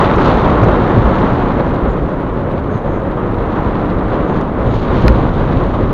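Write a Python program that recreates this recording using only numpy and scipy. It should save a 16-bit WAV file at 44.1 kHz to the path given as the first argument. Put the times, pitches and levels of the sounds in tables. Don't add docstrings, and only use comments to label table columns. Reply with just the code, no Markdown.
import sys
import numpy as np
from scipy.fft import rfft, irfft, next_fast_len
from scipy.io import wavfile
from scipy.ndimage import map_coordinates

SR = 44100
rng = np.random.default_rng(int(sys.argv[2]) if len(sys.argv) > 2 else 0)


def wav_out(sig):
    wavfile.write(sys.argv[1], SR, np.round(np.clip(np.atleast_2d(sig).T, -1, 1) * 32767).astype(np.int16))


N = 261513

# freq_hz, density_db
DRUM_SPECTRUM = [(70, -41), (115, -13), (155, 1), (240, 1), (330, -0.5), (420, -2.5), (560, -3.5),
                 (720, -13), (1000, -30), (2000, -77.5)]


def amp(db):
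    return 10 ** (np.asarray(db) / 20)


def unit(x):
    return x / np.sqrt(np.mean(x ** 2) + 1e-20)


def wobble(knots_per_s):
    knots = rng.standard_normal(int(N * knots_per_s / SR) + 4)
    return map_coordinates(knots, [np.arange(N) * knots_per_s / SR])


def filtered(x, response):
    size = next_fast_len(len(x) + SR // 2)
    return irfft(rfft(x, size) * response(np.fft.rfftfreq(size, 1 / SR)), size)[:len(x)]


def coloured(x, spectrum):
    freq_hz, density_db = np.transpose(spectrum)
    gain = lambda hz: amp(np.interp(np.log(hz + 1), np.log(freq_hz), density_db, left=-120, right=-120))
    return unit(filtered(x, gain))


def fuzzy_tone(centre_hz, width_hz):
    band = lambda hz: np.exp(-.5 * ((hz - centre_hz) / width_hz) ** 2)
    return unit(filtered(rng.standard_normal(N), band))


def impacts(rate_per_s, scatter_db):
    sizes = amp(scatter_db * np.clip(rng.standard_normal(N), -2, 2)) * rng.choice([-1, 1], N)
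    return unit((rng.random(N) < rate_per_s / SR) * sizes)


def swell(progress):
    return np.sin(np.pi * np.clip(progress, 0, 1))


def attack(t, rise_s):
    return 1 - np.exp(-t / rise_s)


def decay(t, level_db, t60_s):
    return amp(level_db - 60 * t / t60_s)


def add(track, start_s, sound):
    part = track[max(0, round(start_s * SR)):][:len(sound)]
    part += sound[:len(part)]


def hiss(level_db=-67.5):
    # freq_hz, density_db
    spectrum = [(3000, -10.5), (5000, 3.5), (6500, 2), (8500, -3.5), (9600, -4), (10300, -3), (11500, -5),
                (13000, -10.5), (15500, -14)]
    return amp(level_db) * coloured(rng.standard_normal(N), spectrum)


def chirps(pitch_hz=9620, level_db=-67.5, scatter_db=2, mean_length_s=0.014, mean_gap_s=0.045):
    gate, t = np.zeros(N), np.arange(SR // 20) / SR
    start_s = 0
    for gap_jitter, length_jitter, level_jitter in rng.uniform(-1, 1, size=(200, 3)):
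        start_s += mean_gap_s * (1 + gap_jitter / 2)
        length_s = mean_length_s * (1 + length_jitter / 2)
        add(gate, start_s, amp(level_db + scatter_db * level_jitter) * swell(t / length_s))
    return gate * fuzzy_tone(pitch_hz, width_hz=210)


def squeaks():
    # start_s, length_s, pitch_hz, level_db
    events = [(1.863, .09, 6900, -61), (2.49, 0.044, 9250, -67), (2.686, 0.125, 6400, -60),
              (2.82, 0.22, 6460, -64), (4.07, 0.059, 9250, -71), (4.2, 0.24, 6500, -66),
              (4.62, 0.2, 6760, -63)]
    t = np.arange(N) / SR
    return sum(amp(level_db) * swell((t - start_s) / length_s) * fuzzy_tone(pitch_hz, width_hz=360)
               for start_s, length_s, pitch_hz, level_db in events)


def trim_rattle(rise_s=0.0025):
    # start_s, level_db, t60_s
    rattles = [(.155, -39, .05), (.631, -38, .06), (.682, -43, 0.046), (.973, -39, .04), (1.07, -43, .015),
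               (1.109, -42, .015), (1.2, -43, .025), (1.747, -44, .025), (2.088, -50, .05),
               (2.337, -47, 0.014), (4.407, -43, 0.06), (4.676, -38, .01), (5.06, -40, .03),
               (5.118, -43, .015)]
    # freq_hz, density_db
    spectrum = [(1500, -18), (4000, 7.5), (6100, 6.5), (8000, 1), (9000, -4), (11300, -7.5), (12600, -18),
                (15000, -31)]
    out, t = np.zeros(N), np.arange(SR // 10) / SR
    for start_s, level_db, t60_s in rattles:
        chatter = coloured(impacts(3500, scatter_db=2.5)[:len(t)], spectrum)
        add(out, start_s, attack(t, rise_s) * decay(t, level_db, t60_s) * chatter)
    return out


def plastic_snap(rise_share=0.09):
    # start_s, gain_db
    snaps = [(5.0808, 2), (5.0828, -16)]
    # freq_hz, relative_db, t60_s
    modes = [(1420, 0.5, 0.0096), (1810, 2.5, 0.007), (2420, -0.5, 0.007), (4300, -1.5, 0.0037),
             (4800, -9.5, 0.0055), (6400, -15, 0.0035), (7050, -19.5, .005), (8700, -25, 0.0038),
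             (10200, -27, .004), (11400, -16.5, 0.0032), (12500, -27.5, .005), (14000, -34.5, .004)]
    out, t = np.zeros(N), np.arange(SR // 10) / SR
    ring = sum(attack(t, rise_share * t60_s) ** 2 * decay(t, db, t60_s) * np.sin(2 * np.pi * hz * t)
               for hz, db, t60_s in modes)
    for start_s, gain_db in snaps:
        add(out, start_s, amp(gain_db) * ring)
    return out


def gravel():
    # start_s, length_s, level_db
    patches = [(0.205, 0.11, -35), (2.558, 0.043, -48), (4.118, 0.054, -45), (4.328, 0.074, -47),
               (4.667, 0.23, -42), (4.882, 0.31, -42)]
    # freq_hz, density_db
    spectrum = [(1500, -21), (2800, 6), (4200, 2), (5300, -11.5), (6700, -12.5), (9000, -29),
                (11300, -30.5), (15000, -47)]
    t = np.arange(N) / SR
    envelope = sum(amp(db) * swell((t - start_s) / length_s) for start_s, length_s, db in patches)
    return envelope * coloured(impacts(2800, scatter_db=13.5), spectrum)


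def pebbles(rise_s=0.00057):
    # start_s, level_db, t60_s
    cracks = [(.008, -19, 0.15), (.182, -17, .1), (.21, -17, .1), (0.244, -20, .12), (.268, -22.5, .12),
              (0.633, -16, .03), (4.36, -24.5, .02), (4.385, -22, .015), (4.615, -21, .02),
              (4.737, -26, .015)]
    # freq_hz, density_db
    spectrum = [(600, -11), (1300, 12), (1800, 0.5), (2500, -9.5), (4000, -20), (5200, -26.5),
                (9000, -36.5)]
    out, t = np.zeros(N), np.arange(SR // 4) / SR
    for start_s, level_db, t60_s in cracks:
        burst = coloured(impacts(6000, scatter_db=0)[:len(t)], spectrum)
        add(out, start_s, attack(t, rise_s) * decay(t, level_db, t60_s) * burst)
    return out


def stone_slaps(rise_s=0.002):
    # start_s, level_db, t60_s
    slaps = [(.095, -12.5, 0.19), (.185, -21, 0.12), (.243, -13.5, 0.15), (.268, -15, 0.088),
             (.572, -12, 0.13), (0.631, -5.5, 0.053), (0.681, -9.5, 0.11), (1.596, -9, 0.071),
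             (1.875, -25, 0.14), (2.575, -16, 0.051), (3.17, -18.5, 0.35), (4.116, -18, 0.25),
             (4.6, -20.5, 0.28), (5.405, -16, 0.14), (5.6, -17.5, 0.2), (5.735, -14, 0.11)]
    # freq_hz, density_db
    spectrum = [(250, -20), (480, 9), (700, -1), (1100, 2.5), (1600, -12), (2100, -21), (3300, -27),
                (6000, -59.5)]
    out, t = np.zeros(N), np.arange(SR // 4) / SR
    for start_s, level_db, t60_s in slaps:
        burst = coloured(rng.standard_normal(len(t)), spectrum)
        add(out, start_s, attack(t, rise_s) * decay(t, level_db, t60_s) * burst)
    return out


def potholes(rise_s=0.011):
    # start_s, low_boom_db, upper_boom_db, thud_db, thud_t60_s
    blows = [(.15, -7, -10, -8.5, 0.13), (0.227, -23, -11, -8.5, 0.19), (.272, -20, -8.5, -3, 0.29),
             (.335, -3, -15, -26, .2), (.52, -5, -20, -20, .15), (.612, -11, 1.5, -13, 0.2),
             (.659, -3, -8.5, -2.5, 0.18), (.715, -14, -18.5, -10, 0.2), (.804, -30.5, -6.5, -25, 0.22),
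             (.961, -8, 0.5, -7, 0.28), (1.039, 1.5, -25, -8, 0.22), (1.088, -25, -18, -9.5, 0.32),
             (1.185, -20.5, -19, -16, .2), (1.596, -16, -23, -14, 0.16), (1.808, -6, -12, -10, 0.2),
             (1.862, -12, -22, -15.5, .2), (2.01, -6, -25, -12.5, 0.27), (3.015, -27, -23, -10, 0.1),
             (3.234, -31, -6.5, -25, 0.22), (3.369, -25, -7, -24, 0.18), (3.953, -11, -14, -11, 0.18),
             (4.615, -22, -21, -11.5, 0.15), (4.66, -7, -5, -9.5, 0.19), (5.037, 2, -1.5, -3, 0.2),
             (5.089, 2.5, -16, -7.5, 0.21), (5.145, -14, -11, -16, 0.2), (5.599, -21, -12.5, -18, 0.16),
             (5.816, -15, -10.5, -5.5, 0.13)]
    # freq_hz, t60_s
    cabin_modes = [(57, 0.28), (111, 0.23)]
    out, t = np.zeros(N), np.arange(SR // 2) / SR
    for start_s, low_boom_db, upper_boom_db, thud_db, thud_t60_s in blows:
        boom = sum(decay(t, db, t60_s) * np.sin(2 * np.pi * hz * t)
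                   for db, (hz, t60_s) in zip((low_boom_db, upper_boom_db), cabin_modes))
        thud = decay(t, thud_db, thud_t60_s) * coloured(rng.standard_normal(len(t)), DRUM_SPECTRUM)
        add(out, start_s, attack(t, rise_s) * (boom + thud))
    return out


def tyres_on_paving(lumpy_start_s=4.56, lumpy_fade_s=0.058):
    # time_s, shake_db
    shaking = [(0.0, 10), (0.12, 6.5), (0.28, 8), (0.45, 6), (0.85, 4), (1.32, 4), (1.48, 1.5), (1.7, 0.9),
               (2.15, -4), (3.08, -5), (3.45, -2), (3.64, -0.3), (3.97, -1.5), (4.15, -0.9), (4.4, -1),
               (4.52, -5), (4.7, -3), (5.06, 2), (5.22, -1), (5.93, -2)]
    # freq_hz, density_db
    rumble_spectrum = [(8, -26.5), (18, -6), (27, 2), (40, 3.5), (54, 1.5), (76, -1), (108, 2), (145, -1.5),
                       (200, -27), (400, -69)]
    # freq_hz, density_db
    tread_spectrum = [(350, -31.5), (600, -3), (780, 0), (1050, 0.5), (1300, -3.5), (1600, -10),
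                      (2000, -15), (2500, -23.5), (3300, -30), (6000, -72.5)]
    # freq_hz, density_db
    grit_spectrum = [(1200, -19.5), (2200, 3.5), (2900, 3), (3800, 3), (4400, -5), (5300, -18),
                     (6700, -19.5), (9000, -28.5), (11300, -35), (12500, -48.5), (15500, -54)]
    # freq_hz, density_db
    buzz_spectrum = [(1500, -22.5), (4000, 5.5), (6100, 7.5), (9000, -8), (11300, -12), (12500, -29),
                     (15000, -39.5)]
    t = np.arange(N) / SR
    shake_db = np.interp(t, *np.transpose(shaking))
    lumpy = np.clip((t - lumpy_start_s) / lumpy_fade_s, 0, 1)

    def gain(base_db, shake_slope, lumpy_db):
        return amp(base_db + shake_slope * shake_db + lumpy_db * lumpy)

    load_db = wobble(24)
    rumble = coloured(impacts(900, scatter_db=2.5), rumble_spectrum)
    drum = amp(1.2 * load_db) * coloured(impacts(2500, scatter_db=2.5), DRUM_SPECTRUM)
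    tread = amp(load_db) * coloured(impacts(8000, scatter_db=3), tread_spectrum)
    grains = rng.standard_normal(N) + 0.77 * impacts(700, scatter_db=8.5)
    grit = amp(0.7 * load_db + 1.3 * wobble(70)) * coloured(grains, grit_spectrum)
    buzz = coloured(impacts(500, scatter_db=0), buzz_spectrum)
    return (rumble * gain(base_db=-19, shake_slope=0.33, lumpy_db=3.5)
            + drum * gain(base_db=-16.5, shake_slope=0.56, lumpy_db=1)
            + tread * gain(base_db=-22.5, shake_slope=0.93, lumpy_db=0.67)
            + grit * gain(base_db=-45, shake_slope=1.3, lumpy_db=4)
            + buzz * gain(base_db=-66.5, shake_slope=1.6, lumpy_db=6))


def scene():
    background = hiss()
    road = tyres_on_paving() + gravel() + stone_slaps() + pebbles() + potholes()
    return (background + road + trim_rattle() + plastic_snap() + squeaks() + chirps())[None]


def record(dry, ceiling=1.08, notch_hz=7880, notch_width_hz=400, notch_db=-16, cutoff_hz=15700):
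    clipped = dry[0] / (1 + np.abs(dry[0] / ceiling) ** 5) ** (1 / 5)
    notch = lambda hz: amp(notch_db * np.exp(-.5 * ((hz - notch_hz) / notch_width_hz) ** 2))
    notched = filtered(clipped, notch)
    return filtered(notched, lambda hz: hz < cutoff_hz)[None]


dry = scene()
out = record(dry)
wav_out(out)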